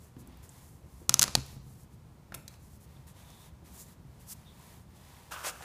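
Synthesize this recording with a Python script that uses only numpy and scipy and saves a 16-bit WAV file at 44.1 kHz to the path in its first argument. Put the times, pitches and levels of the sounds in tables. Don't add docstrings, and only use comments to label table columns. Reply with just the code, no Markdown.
import sys
import numpy as np
from scipy import signal
from scipy.fft import rfft, irfft, next_fast_len
from scipy.io import wavfile

SR = 44100
rng = np.random.default_rng(int(sys.argv[2]) if len(sys.argv) > 2 else 0)


def generate_wav(signal):
    frames = np.transpose(np.atleast_2d(signal))
    scaled = np.clip(frames, -1, 1) * 32767
    pcm = np.round(scaled).astype(np.int16)
    wavfile.write(sys.argv[1], SR, pcm)


N = 248988
TIME = np.arange(N) / SR


def amp(db):
    return 10 ** (np.asarray(db) / 20)


def unit(x):
    return x / np.sqrt(np.mean(x ** 2) + 1e-20)


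def read(points, hz):
    f, value = np.transpose(points)
    return np.interp(np.log(hz + 1), np.log(f + 1), value)


def level(rows):
    s, db = np.transpose(rows)
    return np.interp(TIME, s, amp(db))


def add(mix, s, sound):
    part = mix[max(round(s * SR), 0):][:len(sound)]
    part += sound[:len(part)]


def coloured(x, spectrum):
    size = next_fast_len(len(x))
    gain = amp(read(spectrum, np.fft.rfftfreq(size, 1 / SR)))
    return unit(irfft(rfft(x, size) * gain, size)[:len(x)])


def impulse(gain_db):
    log_gain = np.log(amp(np.r_[gain_db, gain_db[-2:0:-1]]))
    pulse = np.fft.ifft(np.exp(np.conj(signal.hilbert(log_gain)))).real
    return pulse / np.linalg.norm(pulse)


def friction(spectrum, slips_per_s, spread_db, smooth):
    sizes = amp(spread_db * np.minimum(rng.exponential(1, N), 4))
    slips = sizes * rng.choice([-1, 1], N) * (rng.random(N) < slips_per_s / SR)
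    return coloured(unit(slips) + smooth * rng.standard_normal(N), spectrum)


def strokes(rows, axis=3, curve=1.2):
    power = np.zeros(N)
    for row in rows:
        s, rise_s, fall_s = row[:3]
        ramp = np.interp(TIME, [s - rise_s, s, s + fall_s], [0, 1, 0])
        speed = np.sin(np.pi / 2 * ramp)
        power += (amp(row[axis]) * speed ** curve) ** 2
    return np.sqrt(power)


def contacts(rows, attack_s, size=16384):
    out, t, hz = np.zeros(N), np.arange(size) / SR, np.fft.rfftfreq(size, 1 / SR)
    for s, db, pitch_hz, octaves, t60 in rows:
        distance = np.log2((hz + 1) / pitch_hz) / octaves
        shape = 1 / (1 + distance ** 2) ** 1.1
        cluster = unit(irfft(shape * np.exp(2j * np.pi * rng.random(len(hz)))))
        envelope = amp(db - 60 * t / t60) * np.minimum(t / attack_s, 1)
        add(out, s, envelope * cluster)
    return out


# t/s, crack level/dB, brightness/dB per octave, strip ring f/Hz,
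# ring level/dB, bottle wall f/Hz, wall level/dB, bench jolt level/dB
BRIDGE_SNAPS = [(1.0941, 5.5, 2.1, 6510, -14.5, 1400, -23, -36.5),
                (1.1414, 4, 2.9, 6240, -2.5, 1320, -22, -38), (1.1939, 4, 3, 6280, -4.5, 1120, -25, -40.5),
                (1.2146, -0.5, 2.6, 6140, -17, 1150, -40, -50.5),
                (1.2209, 4, 1.5, 7700, -15, 1550, -23, -42), (1.2289, 6, 3.2, 7170, -14, 1400, -24.5, -45),
                (1.2394, -1, -0.7, 5100, -20.5, 1200, -32.5, -45.5),
                (1.2796, -13.5, -3.5, 4264, -29, 1300, -33.5, -42.5),
                (1.3523, 4, -1.5, 4300, -4.5, 900, -15.5, -36.5)]
# f/Hz, level/dB
CRACK_SPECTRUM = [(100, -19), (550, -13.5), (850, -8), (1250, -4.5), (2200, -11), (3200, -8), (4500, -3.5),
                  (6500, -1.5), (9000, -11), (11000, -6.5), (13000, -17), (15500, -19.5)]


def snap_sounds(size=2048):
    ring_t60, wall_t60 = 0.0042, 0.015
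    recoil_share, recoil_s = 0.28, .00017
    scatter_db, scatter_s, ring_share = -6, 0.0016, 0.44
    lag_s = .0007
    echo_gain, echo_s = 0.1, 0.0015
    near, spread = np.zeros(N), np.zeros(N)
    t, hz = np.arange(size) / SR, np.fft.rfftfreq(size, 1 / SR)
    bending = np.exp(-4j * np.pi * lag_s * np.sqrt(1000 * hz))
    fade = np.cos(np.pi / 2 * np.arange(size) / size) ** 2
    for s, crack_db, bright_db, ring_hz, ring_db, wall_hz, wall_db, _ in BRIDGE_SNAPS:
        tilt_db = bright_db * np.log2(np.maximum(hz, 700) / 6000)
        crack = amp(crack_db) * impulse(read(CRACK_SPECTRUM, hz) + tilt_db)
        recoil = recoil_share * irfft(rfft(crack) * np.exp(-2j * np.pi * hz * recoil_s))
        ring = amp(ring_db - 60 * t / ring_t60) * np.cos(2 * np.pi * ring_hz * t)
        ring *= 1 - np.exp(-t / .00008)
        wall = amp(wall_db - 60 * t / wall_t60) * np.sin(2 * np.pi * wall_hz * t)
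        direct = irfft(rfft(recoil - crack - ring - wall) * bending) * fade
        paths = rng.standard_normal(size) * (t / scatter_s) ** 2 * np.exp(-2 * t / scatter_s)
        paths *= amp(scatter_db) / np.linalg.norm(paths)
        add(near, s, direct)
        add(near, s + echo_s, echo_gain * direct)
        add(near, s, signal.fftconvolve(crack + ring_share * ring, paths))
        untilted_crack = amp(crack_db) * impulse(read(CRACK_SPECTRUM, hz))
        add(spread, s, untilted_crack + 0.3 * ring)
    return near, spread


# f/Hz, level/dB, t60/s
BENCH_MODES = [(72, -9, 0.42), (133, 1, 0.24), (196.5, 1.5, 0.087), (264, -5.5, 0.087), (355, -11, 0.11),
               (541.6, -8, .06), (830, -4.5, 0.047), (1026, -12, 0.17), (2430, -16, 0.17)]
# t/s, level/dB, highest f/Hz that the blow reaches
BOTTLE_KNOCKS = [(0.167, -48, 450), (0.206, -52, 400), (0.272, -53, 450), (1.375, -33.5, 500),
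                 (1.393, -40, 350), (1.529, -45, 200), (1.566, -40.5, 204), (1.666, -42, 180.8),
                 (1.706, -51, 176.7), (2.3211, -49, 1500), (2.3418, -49.5, 1500), (2.4791, -57, 1190),
                 (2.964, -46, 169), (4.051, -44.5, 168)]


def bench():
    out, t = np.zeros(N), np.arange(SR // 2) / SR
    modes = [(hz, amp(db - 60 * t / t60) * np.sin(2 * np.pi * hz * t)) for hz, db, t60 in BENCH_MODES]
    full_jolt = sum(mode for hz, mode in modes)
    for s, *_, jolt_db in BRIDGE_SNAPS:
        add(out, s, amp(jolt_db) * full_jolt)
    for s, db, reach_hz in BOTTLE_KNOCKS:
        soft_blow = sum(mode / (1 + (hz / reach_hz) ** 4) for hz, mode in modes)
        add(out, s, amp(db) * soft_blow)
    return out


# t/s, level/dB, centre f/Hz, width/octaves, t60/s
SMALL_TICKS = [(0.166, -52, 900, 0.82, 0.014), (0.2738, -46.5, 10600, .5, 0.013),
               (0.372, -52.5, 12500, 0.56, 0.013), (0.4923, -45.5, 7500, 0.25, 0.019),
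               (1.463, -46, 9850, 1.3, 0.016), (2.3216, -39, 1080, 0.65, 0.029),
               (2.3428, -41.5, 1050, 1.4, 0.054), (2.3426, -36.5, 1090, 2.9, 0.022),
               (2.3458, -33, 9900, 1, 0.027), (2.4793, -36.5, 5160, 1.2, 0.019),
               (2.54, -54.5, 3450, 1.5, .025), (3.302, -51, 6000, 0.81, 0.016)]


def ticks():
    return contacts(SMALL_TICKS, attack_s=.0002)


# t/s of top speed, speeding up/s,
# slowing down/s, hiss level/dB, hollow level/dB
RUB_STROKES = [(0.04, 0.079, 0.081, -63.5, -72), (0.2, 0.02, 0.038, -60, -76), (0.36, 0.24, .2, -80, -65.5),
               (0.44, 0.018, 0.038, -58.5, -63.5), (0.58, 0.16, 0.14, -62.5, -64.5),
               (0.665, 0.07, 0.18, -64, -81), (1.0, 0.19, .1, -65.5, -73), (1.51, 0.11, 0.095, -60.5, -63),
               (1.73, 0.14, 0.092, -65, -77), (1.82, .06, 0.043, -63.5, -83),
               (1.935, 0.035, .03, -68.5, -80), (2.53, .04, 0.056, -66.5, -67),
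               (2.65, 0.074, .06, -65, -77), (2.75, 0.084, .04, -63.5, -75),
               (2.835, 0.045, 0.035, -62, -73), (2.94, 0.12, 0.17, -71.5, -67.5),
               (3.083, 0.022, 0.054, -59, -62.5), (3.2, 0.079, 0.08, -63.5, -61),
               (3.31, 0.093, 0.12, -63.5, -61), (3.445, 0.11, 0.068, -60.5, -62.5),
               (3.67, 0.034, .06, -62, -62.5), (3.77, 0.085, 0.094, -55.5, -61),
               (3.805, 0.03, 0.051, -50.5, -70), (3.89, 0.082, 0.073, -61.5, -64),
               (4.205, 0.016, 0.075, -63, -66), (4.4, 0.43, 0.42, -70, -67), (4.69, 0.21, .18, -62, -61),
               (4.965, 0.02, 0.023, -65, -66.5), (5.15, 0.31, 0.32, -64, -60.5)]
# f/Hz, level/dB
HISS_SPECTRUM = [(1500, -46), (4000, -7.5), (7000, 0.5), (9000, 0), (11000, 1), (15500, -4.5)]
# f/Hz, level/dB
HOLLOW_SPECTRUM = [(100, -35.5), (400, -7), (950, 6.5), (1400, -4), (1900, -1), (2500, -4.5), (3550, -3.5),
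                   (5000, -7), (9000, -16)]


def rubs():
    hiss = friction(HISS_SPECTRUM, slips_per_s=3100, spread_db=3.5, smooth=1.1)
    hollow = friction(HOLLOW_SPECTRUM, slips_per_s=1900, spread_db=0.5, smooth=1.2)
    return strokes(RUB_STROKES) * hiss + strokes(RUB_STROKES, axis=4) * hollow


# t/s of top speed, speeding up/s, slowing down/s, level/dB, f/Hz
SQUEAK_STROKES = [(2.968, 0.0073, .01, -65, 3470), (3.4, 0.29, .15, -68, 3600), (3.81, .05, .04, -57, 7100),
                  (4.495, 0.053, 0.05, -62.5, 3540)]


def squeaks(q=7):
    out = np.zeros(N)
    for *stroke, pitch_hz in SQUEAK_STROKES:
        resonance = signal.iirpeak(pitch_hz, q, SR)
        once = signal.lfilter(*resonance, rng.standard_normal(N))
        squeak = unit(signal.lfilter(*resonance, once))
        out += strokes([stroke]) * squeak
    return out


# t/s, level/dB, centre f/Hz, width/octaves, t60/s
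GRIP_SHIFTS = [(0.164, -51, 250, 0.47, 0.41), (0.265, -56, 280, 0.37, 0.25), (0.83, -60.5, 360, 0.63, 0.14),
               (1.01, -53, 300, 0.76, .15), (3.615, -58, 310, 0.49, .45)]


def grips():
    return contacts(GRIP_SHIFTS, attack_s=.006)


# t/s of top speed, speeding up/s, slowing down/s, level/dB
SLEEVE_STROKES = [(4.326, 0.084, 0.023, -43)]
# f/Hz, level/dB
CLOTH_SPECTRUM = [(590, -57), (1000, -24), (1100, -15), (1580, -15), (3410, -11.5), (6190, -1),
                  (14100, -1.5), (15500, -8)]


def sleeve():
    return strokes(SLEEVE_STROKES, curve=3.1) * coloured(rng.standard_normal(N), CLOTH_SPECTRUM)


# t/s of top speed, speeding up/s, slowing down/s, sole level/dB, grit level/dB
SHOE_DRAGS = [(5.321, 0.014, 0.043, -42.5, -45), (5.39, 0.087, 0.18, -46.5, -54.5),
              (5.476, 0.048, 0.04, -47.5, -35), (5.55, 0.17, 0.23, -55.5, -57.5),
              (5.645, 0.054, .03, -51.5, -54.5)]
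# f/Hz, level/dB
SOLE_SPECTRUM = [(70, -37), (250, -23), (550, -4), (800, -2), (1150, 3.5), (1600, 3), (2100, -16),
                 (2800, -7.5), (4000, -15.5), (8000, -17)]
# f/Hz, level/dB
GRIT_SPECTRUM = [(100, -16), (500, -2.5), (2000, 3.5), (4000, -1.5), (6500, 2.5), (10000, -1),
                 (15500, -8.5)]
# t/s, level/dB, centre f/Hz, width/octaves, t60/s
SOLE_CATCHES = [(5.315, -57, 1200, 0.54, 0.04), (5.324, -46.5, 2760, 0.28, .16),
                (5.364, -51, 2700, 0.22, 0.083), (5.362, -41, 1190, 0.51, 0.088),
                (5.446, -29.5, 1060, 0.86, 0.025), (5.468, -38.5, 590, 0.46, 0.037),
                (5.6075, -41.5, 730, 0.29, 0.037), (5.623, -45, 980, 1.3, 0.078),
                (5.639, -38.5, 880, 0.56, 0.067)]


def shoe():
    sole = friction(SOLE_SPECTRUM, slips_per_s=500, spread_db=1.5, smooth=0.77)
    grit = friction(GRIT_SPECTRUM, slips_per_s=2600, spread_db=1, smooth=0.97)
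    drags = strokes(SHOE_DRAGS) * sole + strokes(SHOE_DRAGS, axis=4) * grit
    return drags + contacts(SOLE_CATCHES, attack_s=0.00048)


# f/Hz, t60/s
REVERB_T60 = [(200, 1.2), (530, 0.52), (1400, 0.48), (3700, 0.71), (9700, .5), (15000, 0.36)]
# f/Hz, level/dB
REVERB_COLOUR = [(100, 17), (500, 10), (1000, 5.5), (1900, 2.5), (2450, 7.5), (3300, 0), (4400, -0.5),
                 (6000, -0.5), (10000, -1), (15000, 1)]


def room(x):
    gap_s, early_db, early_s = 0.0026, 4, .03
    first_share, thicken_s = 0.035, .15
    share = np.minimum(first_share + (TIME[:SR] / thicken_s) ** 2, 1)
    echoes = rng.standard_normal(SR) * (rng.random(SR) < share) / np.sqrt(share)
    hz, frame_s, bands = signal.stft(echoes, SR, nperseg=256)
    decay_db = -60 * frame_s / read(REVERB_T60, hz)[:, None]
    bands = bands * amp(read(REVERB_COLOUR, hz)[:, None] + decay_db)
    tail, t = signal.istft(bands, SR, nperseg=256)[1][:SR], TIME[:SR]
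    tail *= (t > gap_s) * amp(early_db * np.exp(-t / early_s))
    return signal.fftconvolve(x, tail / np.linalg.norm(tail))[:N]


# f/Hz, level/dB
RUMBLE_SPECTRUM = [(20, -34), (40, -8.5), (70, 4.5), (100, -2), (130, -1.5), (200, -6.5), (300, -21),
                   (600, -35.5), (2000, -68)]
# t/s, level/dB
RUMBLE_LEVEL = [(0, -54.5), (1.9, -52.5), (2.2, -55.5), (3, -54), (4.95, -53.5), (5.1, -58.5), (5.65, -58)]
# f/Hz, level/dB
AIR_SPECTRUM = [(100, 6.5), (400, 2.5), (650, -1.5), (950, -1.5), (1500, -9), (3000, -15), (8000, -18.5),
                (15500, -22)]


def background(air_db=-62):
    rumble = level(RUMBLE_LEVEL) * coloured(rng.standard_normal(N), RUMBLE_SPECTRUM)
    air = amp(air_db) * coloured(rng.standard_normal(N), AIR_SPECTRUM)
    return rumble + air


def scene(snap_room_db=-13, tick_room_db=-7, rub_room_db=-14):
    cracks, spread = snap_sounds()
    taps = ticks()
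    handling = rubs() + squeaks() + grips() + sleeve() + shoe()
    wet = room(amp(snap_room_db) * spread + amp(tick_room_db) * taps + amp(rub_room_db) * handling)
    return (cracks + bench() + taps + handling + wet + background())[None]


def record(dry, low_cut_hz=32, edge_hz=15350):
    thinned = signal.lfilter(*signal.butter(2, low_cut_hz, "high", fs=SR), dry)
    clipped = np.clip(thinned, -1, 1)
    band_limit = signal.firwin(301, edge_hz, window=("kaiser", 8), fs=SR)
    return signal.oaconvolve(clipped, band_limit[None], "same")


dry = scene()
out = record(dry)
generate_wav(out)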